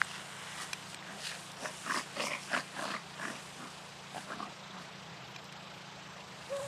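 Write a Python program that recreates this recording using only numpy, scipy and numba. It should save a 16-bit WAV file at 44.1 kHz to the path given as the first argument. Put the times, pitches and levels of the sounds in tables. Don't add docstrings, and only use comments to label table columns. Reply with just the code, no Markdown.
import sys
import numpy as np
from scipy import signal
from scipy.fft import rfft, irfft
from scipy.io import wavfile
from scipy.ndimage import uniform_filter1d
from numba import njit

SR = 44100
rng = np.random.default_rng(int(sys.argv[2]) if len(sys.argv) > 2 else 0)


def gain_from_db(level_db):
    decades = np.asarray(level_db, float) / 20
    return 10 ** decades


def transcribe(u):
    v = np.clip(np.atleast_2d(u).T, -1, 1)
    q = np.round(v * 32767).astype(np.int16)
    wavfile.write(sys.argv[1], SR, q)


N = 294147


def rms_one(x):
    return x / np.sqrt(np.mean(x ** 2) + 1e-20)


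def in_time(rows):
    s, *columns = np.transpose(rows)
    return [np.interp(np.arange(N) / SR, s, c) for c in columns]


def drift(rate_hz):
    r = np.exp(-16 * np.pi * rate_hz / SR)
    slow = signal.lfilter([1], [1, -2 * r, r * r], rng.standard_normal(N // 8 + 9002))[9000:]
    return np.interp(np.arange(N) / 8, np.arange(len(slow)), rms_one(slow))


def band(x, low_hz, high_hz, order=2):
    return signal.sosfilt(signal.butter(order, [low_hz, high_hz], "band", fs=SR, output="sos"), x)


@njit
def glide(x, turn, r):
    y = np.zeros(len(x))
    for i in range(2, len(x)):
        y[i] = x[i] - x[i - 2] + 2 * r * np.cos(turn[i]) * y[i - 1] - r * r * y[i - 2]
    return y


def resonance(x, hz, width_hz):
    return rms_one(glide(x, 2 * np.pi * (hz + np.zeros(N)) / SR, np.exp(-np.pi * width_hz / SR)))


def burst(s, peak_db, shape):
    out, i = np.zeros(N), round(s * SR)
    out[i:i + len(shape)] = (gain_from_db(peak_db) * shape / np.abs(shape).max())[:N - i]
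    return out


def ring(hz, samples, rise_s, decay_s):
    t = np.arange(samples) / SR
    return np.sin(2 * np.pi * hz * t) * np.minimum(t / rise_s, 1) * np.exp(-t / decay_s)


def grains(per_s, spread_db):
    sizes = gain_from_db(spread_db * np.minimum(rng.exponential(1, N), 5)) * rng.choice([-1, 1], N)
    return rms_one(sizes * (rng.random(N) < per_s / SR))


def swells(rows, rise_s, fall_s):
    t, (s, hold) = np.arange(0, N + 32, 32) / SR, np.transpose(rows)[:2, :, None]
    late = np.maximum((s - t) / rise_s, (t - s - hold) / fall_s)
    return gain_from_db(-40 * np.clip(late, 0, 6))


def mixed(shapes, values):
    return np.interp(np.arange(N) / 32, np.arange(shapes.shape[1]), values @ shapes)


# (multiple of shaft rate, level [dB])
ENGINE_ORDERS = [(4, -72), (5, -60.5), (6, -60.5), (7, -60.5), (8, -72)]
# (time [s], pitch [Hz], level [dB])
VEHICLE = [
    [(0, 98, -63), (1.5, 108.4, -67), (3.2, 126.7, -68), (3.8, 128, -87)],
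    [(2.5, 66.5, -80), (5, 75.2, -79), (6.67, 92, -62)],
    [(4.3, 124, -107), (5, 129, -60), (6.67, 122.4, -57)],
]


def engines():
    shaft_hz = 28.05 * gain_from_db(0.021 * drift(1.44))
    phase = 2 * np.pi * np.cumsum(shaft_hz) / SR
    out = np.zeros(N)
    for k, db in ENGINE_ORDERS:
        level = gain_from_db(db + 1.5 + 0.37 * drift(0.73))
        out += level * np.sin(k * phase + rng.uniform(0, 6.23))
    for gear in VEHICLE:
        hz, db = in_time(gear)
        out += gain_from_db(db - 6.0 + 5.4 * drift(2.1)) * np.sin(2 * np.pi * np.cumsum(hz) / SR)
    return out, phase


# (frequency [Hz], density [dB per Hz])
YARD = [(15, -55), (30, -25.5), (80, -7.5), (125, -11.5), (170, 0.5), (215, -17.5), (260, -7.5),
        (480, -5.5), (820, -2), (1700, -7), (3600, -9), (6100, -17), (8000, -23), (11000, -37.5)]


def yard(phase):
    edges_hz = 25 * 2 ** np.arange(0, 9.1, 1 / 3)
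    white = rng.standard_normal((2, N))
    hz_points, db_points = np.transpose(YARD)
    out = np.zeros(N)
    for k, (low, high) in enumerate(zip(edges_hz, edges_hz[1:])):
        level_db = np.interp(np.log(low * high) / 2, np.log(hz_points), db_points)
        throb_db = 1.7 * np.sin(phase) * (low > 2000)
        out += gain_from_db(level_db + throb_db + 1.45 * drift(19.4)) * band(white[k % 2], low, high)
    return gain_from_db(-49.54) * rms_one(out)


# (time [s], level [dB])
ROLLING = [
    (0.0, -43.5),
    (0.142, -36.5),
    (.28, -42.5),
    (0.41, -37.5),
    (0.6, -38),
    (0.842, -47),
    (1.4, -55),
    (1.8, -64),
]
# (time [s], level [dB])
BUSTLE = [(0, -51), (.39, -53), (.57, -50), (.8, -55), (.99, -64.5), (1.15, -54.5), (1.4, -49.5),
          (1.56, -59.5), (1.8, -48.5), (2.12, -56), (2.45, -52), (3.03, -63), (3.45, -54.5), (4.15, -64.5),
          (4.36, -67.5), (5.3, -71), (6.2, -68.5), (6.67, -53.5)]
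# (time [s], hold [s], level [dB], brightness [0 low - 2 high])
SWISHES = [(0.103, 0.062, -51, 0.29), (.62, 0.012, -47, 1.6), (0.91, .005, -53, 1.7),
           (1.258, 0.034, -43.5, 0.92), (1.323, 0.028, -51.5, 0.21), (1.633, 0.041, -49, 1.1),
           (1.75, .01, -58, 1.2), (1.905, 0.018, -56, 0.47), (1.94, 0.057, -44.5, 1.36),
           (2.215, 0.013, -44.5, 0.18), (2.239, 0.032, -43, 1.17), (2.32, 0.021, -50, 0.081),
           (2.435, .02, -52.5, 0.89), (2.54, 0.023, -60, 0.38), (2.565, 0.013, -47, 1.3),
           (2.812, 0.019, -51, 2.2), (2.856, 0.095, -49, 0.67), (3.23, 0.087, -54, 1.55),
           (3.36, 0.025, -53.5, 0.15), (4.157, 0.077, -56.5, 2), (4.294, 0.047, -61, 1.5),
           (4.39, .055, -57.5, 0.54), (4.827, .01, -58.5, 0.76), (6.59, 0.067, -50, 3.04)]
# (time [s], centre [Hz])
TEETH = [(.1, 4530), (1.21, 4800), (1.26, 4350), (1.33, 4200), (1.64, 5630), (1.92, 5500), (1.98, 4930),
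         (2.2, 4530), (2.26, 5530), (2.53, 5070), (2.58, 4620), (2.86, 4360), (2.93, 4150), (3.25, 5730),
         (4.4, 4600), (6.6, 4500)]


def rustle(flap):
    blades = (rng.standard_normal(N) + 1.13 * grains(900, spread_db=-8.5)) * flap ** 0.28
    low_hz = 2520 * gain_from_db(.5 * drift(10.5))
    teeth_hz, = in_time(TEETH)
    low = rms_one(band(resonance(blades, low_hz, 500), 2370, 3850))
    middle = resonance(resonance(blades, teeth_hz, 1000.), teeth_hz, 2400.)
    middle = rms_one(band(middle, 3200, 6800))
    high = band(blades + 2.0 * rng.standard_normal(N), 6020, 10700)
    high = rms_one(band(high, 4300, 11300, order=1))

    (roll_db,), (bustle_db,) = in_time(ROLLING), in_time(BUSTLE)
    out = gain_from_db(roll_db - 10.0) * rms_one(band(blades, 830, 2590))
    spill_db = np.transpose(PANTS)[3] - 14.5
    spill = mixed(swells(PANTS, PANT_RISE_S, PANT_FALL_S), gain_from_db(2 * spill_db))
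    shapes = swells(SWISHES, rise_s=0.1, fall_s=0.068)
    db, brightness = np.transpose(SWISHES)[2:]
    hisses = ((low, -2, 0.47), (middle, -3.5, 0.58), (high, 1, 0.79))   # (signal, dB, dB per bustle dB)
    for k, (hiss, hiss_db, follows) in enumerate(hisses):
        steady_db = hiss_db - 63.5 + follows * (bustle_db + 62.0)
        off_colour_db = 4.5 * (k - brightness) ** 2
        swish = mixed(shapes, gain_from_db(2 * (db - off_colour_db)))
        out += np.sqrt(gain_from_db(2 * steady_db) + swish + spill * (k == 0)) * hiss
    return out


# (time [s], peak [dB], ring [Hz])
CRACKLES = [(1.5988, -39, 3380), (1.6353, -31, 3550), (1.8138, -39, 2310), (1.8767, -36, 2080),
            (1.9016, -31, 2620), (1.9555, -25, 2000), (2.1356, -46, 2810), (2.1621, -36, 2550),
            (2.204, -29, 2430), (2.204, -26, 2000), (2.2678, -27, 2190), (2.3037, -29, 2240),
            (2.3152, -29, 2160), (2.3322, -27, 2120), (2.5212, -35, 2390), (2.5392, -31, 2500),
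            (2.7073, -41, 3630), (2.7442, -40, 2240), (2.7727, -38, 2180), (2.853, -34, 2960),
            (2.9627, -32, 2100), (3.0685, -41, 2890), (3.1408, -37, 3400), (3.2127, -38, 2200),
            (3.2361, -34, 2180), (3.2511, -26, 2220), (3.3558, -34, 2540)]
# (time [s], peak [dB], ring [Hz])
TICKS = [(.0462, -34.5, 8260), (.9905, -40, 3600), (1.0256, -34, 2000), (1.255, -34, 1750),
         (1.267, -33, 1700), (1.276, -32, 4200), (1.657, -28, 1500), (1.965, -26, 4800),
         (1.983, -28, 5100), (2.198, -29, 2800), (2.2055, -24, 2900), (2.5312, -30, 5040),
         (2.5505, -27, 2780), (2.5643, -23, 1900), (2.5778, -27, 2400), (2.5855, -30, 2000),
         (2.597, -31, 4600), (2.606, -33, 4700), (2.9158, -31, 2900), (2.9462, -33, 2600),
         (4.1805, -34.5, 3000)]


def crackles():
    rows = [(s, db - 4.5, hz) for s, db, hz in CRACKLES] + TICKS
    return sum(burst(s, db, ring(hz, 300, rise_s=0.00038, decay_s=0.00062)) for s, db, hz in rows)


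# (time [s], peak [dB])
JAW = [
    (0.01647, -9.4),
]
# (time [s], peak [dB], t60 [s], lowest [Hz], highest [Hz])
SNAPS = [
    (0.7318, -19.5, 0.034, 950, 12000),
    (0.9453, -26.5, 0.008, 1900, 9800),
    (1.518, -34, .005, 5500, 14600),
    (5.3615, -32, 0.03, 900, 7000),
    (5.444, -39, .004, 4200, 14600),
    (5.4525, -43, .003, 4200, 9000),
    (5.482, -43, .004, 4200, 8200),
    (5.5255, -34, 0.006, 1500, 10300),
    (6.5675, -33, 0.005, 6000, 14600),
]
# (frequency [Hz], level [dB], t60 [s])
TOOTH = [(1150, -5, .012), (1600, -14, .01), (2400, 2, .022), (2720, -5, .018), (3420, -5, .014),
         (3930, -2, .016), (4650, -5, .008), (5190, 1, .012), (6050, -2, .012), (7690, -6, .009),
         (9300, -8, .007)]
# (frequency [Hz], level [dB], t60 [s])
TWIG = [(2370, 0, .03), (2840, -6, .012), (3300, -4, .006), (4200, -4, .006), (4820, -8, .008),
        (5590, -11, .008), (7230, -10, .006), (8000, -4, .008), (9180, -10, .006)]
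REBOUNDS_S = (0, .0007, .0012, .0019, .0027)


def modes(rows, t):
    return sum(gain_from_db(db - 60 * t / t60) * np.sin(2 * np.pi * hz * t) for hz, db, t60 in rows)


def snaps():
    t = np.arange(900) / SR
    cycles = 1600 * t + .19 * (1 - np.exp(-t / .00006))
    clap_shape = np.exp(-((t - .00055) / .00062) ** 2) + .07 * np.exp(-t / .0048)
    clap = np.sin(2 * np.pi * cycles) * clap_shape
    crack = .12 * np.sin(2 * np.pi * 4700 * t) * np.exp(-t / .0004)
    out = burst(JAW[0][0], JAW[0][1], band(clap + crack, 100, 7000))

    tooth, twig = modes(TOOTH, t), modes(TWIG, t)
    noises = rng.standard_normal((len(SNAPS), len(t)))
    for (s, db, t60, low_hz, high_hz), noise in zip(SNAPS, noises):
        contacts = noise * np.minimum(t / 0.00016, 1) * gain_from_db(-60 * t / np.clip(t60, .002, .016))
        rebounds = sum(gain_from_db(-60 * lag / t60) * (t == t[round(lag * SR)]) for lag in REBOUNDS_S)
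        rattle = .08 * contacts + rebounds
        body = twig if 1500 < low_hz < 4000 else tooth
        struck = np.convolve(rattle, body * gain_from_db(-60 * t / (3 * t60)))[:len(t)]
        out += burst(s, db, band(struck + 2.2 * contacts, low_hz, min(high_hz, 12400)))
    return out


# (time [s], pitch [Hz], level [dB], second partial, opens with mouth [dB])
WHIMPER = [
    (6.478, 450, -85, -26),
    (6.504, 510, -45, -26),
    (6.523, 549, -36, -24),
    (6.531, 554, -35.5, -13),
    (6.553, 562, -36, -15),
    (6.582, 557, -41, -10),
    (6.629, 564, -41.5, -24),
    (6.641, 562, -41.5, -9),
    (6.67, 548, -46.5, -9),
]


def whimper():
    hz, db, open_db = in_time(WHIMPER)
    t = np.arange(N) / SR
    crack = np.exp(-((t - 6.603) / .005) ** 2)
    dip_hz = 40 * crack
    phase = 2 * np.pi * np.cumsum((hz - dip_hz) * gain_from_db(.11 * drift(260))) / SR
    upper_db = open_db + 13 * crack
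    rasp = gain_from_db(-19) * rms_one(band(rng.standard_normal(N), 500, 1600))
    partials = ((0, .11),   # (dB, unsteadiness)
                (upper_db, .3 * (1 - crack)),
                (upper_db - 7 + 3 * crack, .35 * (1 - crack)))
    tone = np.zeros(N)
    for k, (partial_db, unsteady) in enumerate(partials):
        tone += gain_from_db(partial_db) * (1 + unsteady * drift(120)) * np.sin((k + 1) * phase)
    wobble = sum(np.exp(-((t - s) / .005) ** 2) for s in (6.622, 6.651))
    half = gain_from_db(-8) * wobble * np.sin(1.5 * phase)
    return gain_from_db(db) * (rasp + np.sqrt(2) * (tone + half))


# (time [s], length [s], pitch [Hz], level [dB])
GRUNTS = [
    (1.07, 0.14, 199.7, -45.5),
    (2.17, 0.11, 203.7, -44),
    (2.76, 0.32, 201, -49.5),
    (3.2, 0.14, 205.6, -46.5),
    (4.3, 0.19, 203.2, -48.5),
    (4.72, 0.11, 185, -46.5),
    (5.04, 0.16, 166.2, -47.5),
]


def grunts():
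    out = np.zeros(N)
    for s, length, hz, db in GRUNTS:
        t = np.arange(round(length * SR)) / SR
        hum = np.sin(2 * np.pi * hz * t) + 0.22 * np.sin(4 * np.pi * hz * t)
        out += burst(s, db - 1.5, np.sin(np.pi * t / length) * hum)
    return out * gain_from_db(2.0 * drift(28))


# (time [s], peak [dB], ring [Hz])
CATCHES = [(1.3136, -42, 1760), (1.6454, -28, 580), (1.6556, -33, 1700), (1.8621, -28, 1320),
           (1.874, -32, 1200), (1.8946, -33, 1520), (1.9069, -21, 1620), (1.9185, -22, 1100),
           (1.943, -19, 1180), (1.9584, -25, 2050), (1.9714, -21, 1110), (1.984, -38, 1960),
           (1.9928, -36, 1850), (2.1646, -46, 640), (2.1957, -42, 590), (2.2036, -22.5, 2620),
           (2.2193, -24, 613), (2.2366, -26, 710), (2.2485, -40, 1020), (2.2677, -22, 1110),
           (2.281, -23, 2220), (2.3034, -31, 2200), (2.3153, -25, 2200), (2.3338, -20, 2325),
           (2.3478, -44, 2100), (2.5153, -27, 690), (2.5297, -32, 1700), (2.5379, -24, 1090),
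           (2.5462, -16, 1380), (2.5634, -18, 1050), (2.571, -33, 1590), (2.585, -47, 1630),
           (2.5931, -33, 1830), (2.7642, -38, 1070), (2.7903, -27, 680), (2.8208, -31, 1100),
           (2.8391, -31, 1150), (2.853, -30, 680), (2.8774, -34, 660), (2.9025, -32, 1230),
           (2.9154, -34, 1250), (2.9388, -24, 1170), (2.9475, -27, 1150), (2.9635, -25, 2100),
           (3.1955, -34, 1680), (3.2148, -38, 1670), (3.2279, -32, 1600), (3.2363, -28, 1710),
           (3.2511, -27, 1200), (3.2797, -37, 1070), (3.2999, -36, 1230), (4.1658, -24, 730),
           (4.1796, -23.5, 740), (4.3018, -25, 1220), (4.3187, -30, 1410), (4.3328, -38, 1160),
           (4.4007, -35, 1220), (4.425, -32, 1160)]
# (time [s], peak [dB], ring [Hz])
MORE_CATCHES = [
    (2.5485, -20, 1480),
    (2.6045, -28, 1760),
    (2.7925, -24, 1570),
    (1.9015, -23, 1470),
    (4.146, -25, 710),
    (4.159, -24, 760),
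    (4.3938, -31, 1150),
    (4.43, -31, 1170),
    (2.197, -26, 2470),
]


def catches():
    rows = CATCHES + MORE_CATCHES
    return sum(burst(s, db - 8.5, ring(hz, 600, rise_s=0.0019, decay_s=0.002)) for s, db, hz in rows)


def flutter():
    turns = np.cumsum(63 * gain_from_db(2 * drift(20)) / SR)
    strength = .35 * gain_from_db(2.4 * rng.standard_normal(900))[turns.astype(int)]
    t = np.arange(900) / SR
    closing = np.minimum(t / .002, 1) * np.exp(-t / .004)
    wide = 1.3 * sum(burst(s, 0, closing) for s, db, hz in CATCHES)
    return uniform_filter1d(.5 + strength * np.exp(-(turns % 1) / .4) + wide, size=90)


# (time [s], hold [s], throat [dB], chest [dB], throat [Hz])
SNORTS = [(0.62, 0.016, -46, -46, 770), (1.092, 0.024, -43, -50, 640), (1.162, 0.02, -42, -78, 660),
          (1.312, 0.037, -48.5, -73, 640), (1.62, 0.024, -40.5, -45.5, 628), (1.652, 0.048, -45, -52, 590),
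          (1.875, 0.046, -58, -42.5, 664), (1.965, 0.022, -46, -40, 640), (2.184, 0.047, -39, -45.5, 584),
          (2.266, 0.091, -45.5, -48, 594), (2.537, 0.042, -38.5, -43, 655), (2.786, 0.024, -39.5, -43, 665),
          (2.831, 0.12, -43.5, -45.5, 643), (3.196, 0.02, -54, -53, 660), (3.255, 0.1, -44.5, -43.5, 643),
          (3.628, 0.036, -62, -41.5, 600), (4.16, 0.029, -50, -48, 710), (4.292, 0.036, -46, -45.5, 604),
          (4.384, 0.098, -47, -46, 684), (4.75, 0.073, -56, -50.5, 706)]
# (time [s], hold [s], mouth [dB], lips [dB], lips [Hz])
PANTS = [(0.61, 0.0078, -41.5, -39.5, 1830), (1.086, 0.038, -51, -42.5, 1640),
         (1.24, 0.11, -57, -41.5, 1730), (1.648, 0.014, -42.5, -40, 1650), (1.868, 0.017, -43, -44, 1730),
         (1.902, 0.01, -38, -35.5, 1640), (1.948, 0.03, -38, -38, 1880), (2.186, 0.028, -40.5, -42, 1930),
         (2.252, 0.023, -40.5, -45, 2300), (2.316, 0.043, -44, -38, 2130), (2.528, .015, -50, -37, 1570),
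         (2.537, 0.038, -40.5, -36, 1700), (2.771, 0.038, -46, -39, 1570), (2.837, 0.023, -41, -54, 1660),
         (2.885, 0.044, -42.5, -43, 1710), (2.935, 0.02, -43, -45, 1920), (3.19, 0.018, -47, -50, 1700),
         (3.23, 0.044, -45.5, -40.5, 1630), (3.288, 0.076, -44.5, -46, 1920),
         (3.627, 0.021, -39.5, -59, 1780), (4.17, 0.031, -56, -45.5, 1580), (4.298, 0.034, -41, -45, 1580),
         (4.408, 0.044, -41, -67, 1710), (4.752, 0.049, -44.5, -64, 1710)]
# (time [s], centre [Hz])
TONGUE = [(.6, 1170), (1.2, 1190), (1.65, 1000), (1.87, 1210), (1.92, 1084), (2.2, 1100), (2.35, 1040),
          (2.52, 1160), (2.56, 1050), (2.8, 1040), (2.95, 1250), (3.2, 1040), (3.26, 1130), (3.36, 1230),
          (3.63, 1210), (4.17, 1050), (4.3, 1170), (4.43, 1180)]
SNORT_RISE_S, SNORT_FALL_S, PANT_RISE_S, PANT_FALL_S = 0.073, 0.049, 0.071, 0.093


def huffs(flap):
    low = swells(SNORTS, SNORT_RISE_S, SNORT_FALL_S)
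    high = swells(PANTS, PANT_RISE_S, PANT_FALL_S)
    throat_db, chest_db, throat_hz = np.transpose(SNORTS)[2:]
    pant_s, _, mouth_db, lips_db, lips_hz = np.transpose(PANTS)
    chest_hz = 255 + 2.5 * (chest_db + 40.5)
    mouth_hz = np.interp(pant_s, *np.transpose(TONGUE))
    airway = [(low, chest_db, chest_hz, 102.0), (low, throat_db, throat_hz, 139.0),
              (high, mouth_db, mouth_hz, 240.), (high, lips_db, lips_hz, 356.0)]
    breath = flap * (rng.standard_normal(N) + .5 * grains(700, spread_db=2.2))
    out = np.zeros(N)
    for k, (shapes, db, row_hz, width_hz) in enumerate(airway):
        power = mixed(shapes, gain_from_db(2 * db))
        hz = mixed(shapes, gain_from_db(2 * db) * row_hz) / power * gain_from_db(.12 * drift(3.0))
        voiced = resonance(resonance(breath, hz, width_hz), hz, 2.07 * width_hz)
        out += (-1) ** k * gain_from_db(-7.0) * np.sqrt(power) * voiced
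    return out


def scene():
    drone, phase = engines()
    far = drone + yard(phase)
    flap = flutter()
    dogs = rustle(flap) + crackles() + snaps() + whimper() + grunts() + catches() + huffs(flap)
    dogs[90:] += gain_from_db(-21.0) * dogs[:-90]
    return (dogs + far)[None]


# (frequency [Hz], level [dB])
DROP = [(5000, -100), (6200, -83.5), (7200, -95.5), (8500, -88), (10300, -83.5)]
# (time [s], offset [Hz])
CUT_CREEP = [(0, -120), (2.2, -120), (3.1, 150), (6.67, 150)]


def starve(x):
    cut_hz = 10400
    hz, s, cells = signal.stft(x, SR, nperseg=1024, noverlap=512)
    power = uniform_filter1d(uniform_filter1d(np.abs(cells) ** 2, size=9, axis=0), size=7, axis=1)
    luck_db = 25 * uniform_filter1d(rng.standard_normal((257, len(s))), size=17, axis=1)
    luck_db = luck_db.repeat(2, axis=0)[:len(hz)]
    since = s - np.array([JAW[0][0]] + [row[0] for row in SNAPS])[:, None]
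    hunger_db = 11 * np.max(np.exp(-np.abs(since) / .07) * (since > 0), axis=0)
    floor_db = np.interp(hz, *np.transpose([(3500, -140)] + DROP))[:, None] + hunger_db
    edge_hz = cut_hz + np.interp(s, *np.transpose(CUT_CREEP)) + 15 * luck_db[0]
    keep = (10 * np.log10(power + 1e-20) + luck_db > floor_db) & (hz[:, None] < edge_hz)
    snap_top_hz = np.array([7000] + [row[4] for row in SNAPS])[:, None]
    reach_hz = np.max((np.abs(since) < .007) * snap_top_hz, axis=0)
    at_snap = (hz[:, None] < reach_hz) * np.where(hz < cut_hz, 1, .15)[:, None]
    gain = np.maximum(np.maximum(keep, at_snap), .002)
    return signal.istft(cells * gain, SR, nperseg=1024, noverlap=512)[1][:N]


def treble_fill(x):
    low_hz, mid_hz, high_hz = 11170, 12050, 15250
    hz = np.fft.rfftfreq(N, 1 / SR)
    treble = uniform_filter1d(band(x, 8500, 13000) ** 2, size=300)
    follow = rms_one((treble + gain_from_db(-82) ** 2) ** 0.47)
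    noise = rfft(follow * gain_from_db(0.47 * drift(37)) * rng.standard_normal(N))
    fill = np.zeros(N)
    for db, a, b in ((-72, low_hz, mid_hz), (-80, mid_hz, high_hz)):
        fill += gain_from_db(db) * rms_one(irfft(noise * (hz > a) * (hz < b), N))
    t, flares_s = np.arange(N) / SR, (.03, .94, 1.52, 5.3, 5.46, 5.76, 6.52)
    flare = sum(np.exp(-((t - s) / 0.033) ** 4) for s in flares_s)
    flare_noise = irfft(rfft(rng.standard_normal(N)) * (hz > mid_hz) * (hz < 14600), N)
    return fill + gain_from_db(-79) * flare * rms_one(flare_noise)


def band_limit(x):
    return signal.sosfilt(signal.butter(12, 15400, fs=SR, output="sos"), x)


def record(dry):
    fill = treble_fill(dry[0])
    low_cut = signal.butter(2, 45, "high", fs=SR, output="sos")
    mix = signal.sosfilt(low_cut, starve(dry[0])) + fill
    return band_limit(mix[None])


dry = scene()
out = record(dry)
transcribe(out)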